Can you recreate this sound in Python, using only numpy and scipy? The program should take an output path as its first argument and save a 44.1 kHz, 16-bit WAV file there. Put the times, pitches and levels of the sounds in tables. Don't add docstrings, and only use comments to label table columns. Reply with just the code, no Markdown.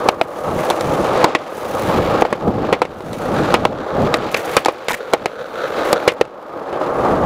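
import sys
import numpy as np
from scipy import signal
from scipy.fft import rfft, irfft
from scipy.io import wavfile

SR = 44100
rng = np.random.default_rng(int(sys.argv[2]) if len(sys.argv) > 2 else 0)


def generate_wav(sig):
    pcm = np.round(np.clip(np.atleast_2d(sig).T, -1, 1) * 32767).astype(np.int16)
    wavfile.write(sys.argv[1], SR, pcm)


N = 319725

# [f/Hz, width/Hz, relative level/dB]
DECK_MODES = [(217, 248, -11), (326, 68, -1.5), (498.3, 82, 0.5), (617, 69.6, 1), (787, 156, -4),
              (1121, 117, -4), (1241, 128, -4.5), (1950, 1540, -20)]
# [f/Hz, relative level per Hz/dB]
BEARING_SPECTRUM = [(3000, -22), (6000, 4), (8000, -1.5), (10500, 2), (13000, -3), (16000, 1)]


def from_db(db):
    return 10 ** (np.asarray(db) / 20)


def rms_one(x):
    return x / np.sqrt(np.mean(x ** 2) + 1e-20)


def peak_one(x):
    return x / np.abs(x).max()


def along(rows, axis=1):
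    return np.interp(np.arange(N) / SR, np.array(rows)[:, 0], np.array(rows)[:, axis])


def lag(x, seconds):
    pole = np.exp(-1 / (seconds * SR))
    return signal.lfilter([1 - pole], [1, -pole], x)


def drift(rate_hz):
    tau = 1 / (2 * np.pi * rate_hz)
    noise = rng.standard_normal(N + SR)
    settled = lag(lag(noise, tau), tau)[SR:]
    return rms_one(settled)


def colour(x, spectrum):
    size = 8192
    hz, db = np.transpose(spectrum)
    bins_hz = np.arange(size // 2 + 1) * SR / size
    log_gain = np.log(from_db(np.interp(np.log(bins_hz + 1), np.log(hz), db)))
    cepstrum = irfft(log_gain)[:size // 2] * 2
    cepstrum[0] /= 2
    impulse_response = irfft(np.exp(rfft(cepstrum, size)))
    return signal.fftconvolve(x, impulse_response)[:len(x)]


def resonate(x, hz, width_hz):
    r = np.exp(-np.pi * width_hz / SR)
    numerator = [(1 - r * r) / 2, 0, (r * r - 1) / 2]
    denominator = [1, -2 * r * np.cos(2 * np.pi * hz / SR), r * r]
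    return signal.lfilter(numerator, denominator, x)


def deck(x, spread_db=0):
    gains = from_db(np.array(DECK_MODES)[:, 2] + spread_db)
    return sum((-1) ** k * gains[k] * resonate(x, hz, width)
               for k, (hz, width, _) in enumerate(DECK_MODES))


def grains(size_db):
    grains_per_s = 3000
    born = rng.random(N) < grains_per_s / SR
    sizes = from_db(size_db * np.minimum(rng.exponential(1, N), 5))
    return rms_one(born * sizes * rng.choice([-1, 1], N))


def rolling():
    # [t/s, level/dB]
    rumble_curve = [(0, -17), (.2, -17), (.51, -10.5), (1.0, -16), (1.3, -12.5), (1.55, -18.5),
                    (2.19, -15.5), (2.4, -18.5), (2.65, -15.5), (3.03, -23.5), (3.25, -20), (4.05, -13),
                    (4.38, -21.5), (4.72, -16), (5.06, -25.5), (5.23, -19.5), (5.4, -26), (5.75, -20),
                    (6.24, -14), (6.45, -15.5), (6.74, -10), (7.25, -13.5)]
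    # [t/s, grit hiss re rumble/dB]
    roughness_curve = [(0, -18.5), (.6, -16), (1.5, -13), (2.0, -13), (2.5, -15), (3.5, -11), (3.88, -18.5),
                       (4.22, -11.5), (4.6, -8.5), (5.9, -12.5), (6.1, -16.5), (6.2, -15.5), (7.0, -22.5),
                       (7.25, -19.5)]
    # [t/s, level/dB, extra weight of its top band/dB]
    bearing_curve = [(0, -44.5, -3), (.2, -44, 1), (.4, -32, -2.5), (.9, -34, -5), (1.35, -42, -10),
                     (1.55, -37, 1.5), (1.85, -37, -1.5), (2.05, -46.5, 3), (2.7, -51, 1), (3.2, -36, -4),
                     (3.4, -39.5, -6), (3.75, -48, -1), (4.05, -46, 2), (4.3, -50, 2), (4.35, -43, 4),
                     (4.56, -38, 1), (4.7, -41, 2), (4.9, -49, 2.5), (5.6, -47, 2.5), (6.1, -48, 5),
                     (6.2, -50, 6), (6.75, -44, -1.5), (7.25, -43, -7)]
    # [f/Hz, relative level per Hz/dB]
    grit_spectrum = [(1200, -6), (1700, 13.5), (2300, 11), (3000, 6.5), (3800, 4), (4600, 0.5),
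                     (6000, -7.5), (7500, -9.5), (10000, -31)]
    wheel_soft_hz, top_band_hz = 1650, 9600
    patches_db, flicker_db = 1.45 * drift(27.0), 2.0 * drift(66)

    grit = grains(size_db=3.0) + 1.07 * rng.standard_normal(N)
    wheel_lowpass = signal.butter(2, wheel_soft_hz, fs=SR, output="sos")
    through_wheels = signal.sosfilt(wheel_lowpass, grit)
    rumble_db = along(rumble_curve)
    rumble = from_db(rumble_db + patches_db) * rms_one(deck(through_wheels))

    hiss_db = rumble_db + along(roughness_curve) + 0.43 * patches_db + flicker_db
    hiss = from_db(hiss_db) * rms_one(colour(grit, grit_spectrum))

    spin = colour(grains(size_db=4.5) + 1.2 * rng.standard_normal(N), BEARING_SPECTRUM)
    top_highpass = signal.butter(2, top_band_hz, "high", fs=SR, output="sos")
    top = signal.sosfiltfilt(top_highpass, spin)
    spin = spin + (from_db(along(bearing_curve, axis=2)) - 1) * top
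    spin_db = along(bearing_curve) + 0.29 * patches_db + 0.91 * flicker_db
    return rumble + hiss + from_db(spin_db) * rms_one(spin)


def clacks():
    # [t/s, blow level/dB, crack re blow/dB,
    # struck spot f/Hz, chatter t60/s, truck knock re blow/dB]
    blows = [(0.087, 9, -26, 794, 0.026, -5), (0.125, -11, -22, 504, 0.083, -12),
             (.213, 12, -30, 700, 0.022, -4), (.7015, 0.5, -1, 700, 0.02, -11),
             (.707, -0.5, -8, 900, 0.11, -10.5), (0.809, -9, 0, 463, 0.045, -4),
             (1.243, 9, -6.5, 870, 0.058, -8), (1.350, 9.5, -24, 1030, 0.046, -1),
             (2.221, 7.5, -28, 780, 0.027, -13.5), (2.251, 4, -26, 800, 0.054, -9),
             (2.327, 9, -16, 527, 0.045, -10), (2.727, 10.5, -16, 548, 0.086, -9),
             (2.818, 13, -15.5, 770, 0.056, -11), (2.852, 1.5, -19, 570, 0.037, -9),
             (3.006, -5, -16, 390, 0.04, -14), (3.131, -9, -5.5, 410, 0.08, -9),
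             (3.541, 9, -12.5, 925, 0.078, -8), (3.652, 11, -18, 840, 0.019, -5.5),
             (4.02, -12, -8, 570, 0.027, -13), (4.141, 1, -0.5, 1200, 0.036, 1.5),
             (4.344, -1.5, -4.5, 2500, 0.027, 2), (4.365, -10.5, -5, 615, 0.072, 3),
             (4.395, -15, -12, 577, 0.023, 0), (4.567, 11, -5.5, 1070, 0.08, -8.5),
             (4.649, -5.5, 8, 840, 0.018, 0), (4.659, 10.5, -6, 830, 0.044, -6.5),
             (4.684, 13.5, -19, 590, 0.074, -12.5), (4.884, 6.5, -4, 603, 0.047, -1),
             (4.906, 3.5, -17, 820, 0.093, -19), (4.919, -3, 1, 690, 0.066, -8),
             (5.135, 12, -7, 834, 0.053, -11), (5.258, 10.5, -12.5, 780, 0.034, -4.5),
             (5.929, 5.5, -5.5, 568, 0.032, -8), (6.0772, 15.5, -13, 480, 0.096, -10),
             (6.119, 0.5, -13, 520, 0.07, -32), (6.212, 19.5, -15, 470, 0.026, -6.5),
             (6.252, -10, -4, 360, 0.043, -1.5), (6.728, 2, -23, 480, 0.15, -14)]
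    # [f/Hz, relative level per Hz/dB]
    crack_spectrum = [(2000, -8.5), (3500, 8.5), (5000, 0), (7000, -3), (11000, -11), (15000, -19.5)]
    thump_hz, thump_db, contact_soft_hz = 179, -24, 2500
    truck_hz, truck_width_hz = 2035, 1445
    out, span = np.zeros(N + SR), SR // 8
    t = np.arange(span) / SR
    noise = rng.standard_normal((len(blows), span))
    mode_spreads_db = rng.normal(0, 2, (len(blows), len(DECK_MODES)))
    contact_lowpass = signal.butter(2, contact_soft_hz, fs=SR, output="sos")
    thump = from_db(thump_db) * np.sin(2 * np.pi * thump_hz * t) * np.exp(-t / 0.00079)
    strike = 3 * np.exp(-t / 0.00025)
    for row, chatter, spread_db in zip(blows, noise, mode_spreads_db):
        s, blow_db, crack_db, spot_hz, t60, truck_db = row
        rattle = chatter * from_db(-60 * t / max(t60, 0.005))
        contact = rattle + strike
        spot = 1.55 * resonate(contact, spot_hz, 176)
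        body = signal.sosfilt(contact_lowpass, deck(contact, spread_db) + spot)
        truck = resonate(resonate(rattle, truck_hz, truck_width_hz), truck_hz, truck_width_hz)
        crack = colour(rattle * np.exp(-t / 0.0043), crack_spectrum)
        blow = peak_one(body) + thump
        blow += from_db(truck_db) * peak_one(truck)
        blow += from_db(crack_db) * peak_one(crack)
        out[round(s * SR):][:span] += from_db(blow_db) * blow
    return out[:N]


def scuffs():
    # [t/s, length/s, level/dB]
    strokes = [(0.56, 0.08, -27), (1.046, 0.21, -53), (4.145, 0.029, -28), (4.36, 0.062, -29),
               (4.472, 0.057, -34), (4.532, 0.02, -23.5), (4.558, 0.051, -27), (4.887, 0.03, -11),
               (4.931, .02, -11), (4.952, 0.04, -29), (5.847, 0.097, -33), (6.075, 0.065, -29)]
    # [f/Hz, relative level per Hz/dB]
    scrape_spectrum = [(800, -2), (2000, 8), (4000, -12), (7000, -10), (11000, -14), (15000, -16)]
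    t = np.arange(N) / SR
    gates = sum(from_db(db) * ((t > s) & (t < s + length)) for s, length, db in strokes)
    flicker = from_db(3 * drift(90))
    return lag(gates, 0.0011) * flicker * rms_one(colour(grains(size_db=2.0), scrape_spectrum))


def ticks():
    # [t/s, level/dB]
    tick_rows = [(.65, -23), (1.57, -26), (1.71, -28), (1.75, -26), (1.795, -27), (1.82, -26),
                 (2.21, -25.5), (4.316, -26), (4.325, -28), (4.372, -17), (4.398, -28), (4.449, -26),
                 (4.457, -26), (4.515, -26), (4.538, -29), (4.722, -24), (4.78, -33), (4.845, -32)]
    decay_s = 0.0044
    t = np.arange(N) / SR
    bursts = sum(from_db(db) * (t > s) * np.exp(-np.maximum(t - s, 0) / decay_s) for s, db in tick_rows)
    return bursts * rms_one(colour(rng.standard_normal(N), BEARING_SPECTRUM))


def follower():
    # [t/s, level/dB]
    follower_curve = [(0, -30.5), (.8, -48), (1.5, -31), (2.2, -39), (3.0, -29), (3.4, -23.5), (3.8, -22.5),
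                      (4.4, -26.5), (4.9, -25.5), (5.5, -22.5), (6.1, -21), (6.2, -22), (6.6, -32),
                      (7.25, -44)]
    # [f/Hz, width before widening/Hz, relative level/dB]
    follower_modes = [(490, 109, 2), (1368, 188, -4), (3620, 600, -21), (5380, 670, -33)]
    widening = 1.94
    grit = grains(size_db=5.5) + 0.41 * rng.standard_normal(N)
    rings = sum(from_db(db) * resonate(resonate(grit, hz, widening * width), hz, widening * width)
                for hz, width, db in follower_modes)
    sway_db = 3 * drift(8)
    return from_db(along(follower_curve) + sway_db) * rms_one(rings)


def gusts():
    # [t of peak/s, level/dB, fall on either side/(dB per s)]
    gust_rows = [(.17, -23, 80), (.51, -16, 94), (.92, -19, 47), (2.02, -15.5, 41), (2.56, -7, 57),
                 (3.2, -15.5, 19), (3.71, -16, 35), (4.05, -14, 55), (5.23, -26, 120), (6.24, -21, 80),
                 (7.25, -10.5, 46)]
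    breeze_db = -38
    t = np.arange(N) / SR
    return np.max([np.maximum(db - fall * np.abs(t - s), breeze_db) for s, db, fall in gust_rows], axis=0)


def wind():
    # [f/Hz, relative level per Hz/dB]
    wind_spectrum = [(10, -16), (25, -16.5), (60, -8.5), (120, -2.5), (220, -2), (400, -4.5), (800, -10.5),
                     (2000, -58)]
    lumps_db = 3.5 * drift(8)
    return from_db(gusts() + lumps_db) * rms_one(colour(rng.standard_normal(N), wind_spectrum))


def scene():
    return (rolling() + clacks() + scuffs() + ticks() + follower() + wind())[None]


def record(dry):
    threshold_db, squeeze = -12.5, 0.94
    attack_s, release_db_per_s = 0.028, 26
    stop_edge_hz = 16100
    level_db = 10 * np.log10(lag(dry[0] ** 2, 0.0045) + 1e-12)
    over_db = np.maximum(level_db - threshold_db, 0)
    ramp = release_db_per_s * np.arange(N) / SR
    held_db = np.maximum.accumulate(over_db + ramp) - ramp
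    ridden = dry * from_db(-squeeze * lag(held_db, attack_s))
    steep_lowpass = signal.cheby2(12, 45, stop_edge_hz, fs=SR, output="sos")
    return signal.sosfilt(steep_lowpass, np.clip(ridden, -1, 1))


dry = scene()
out = record(dry)
generate_wav(out)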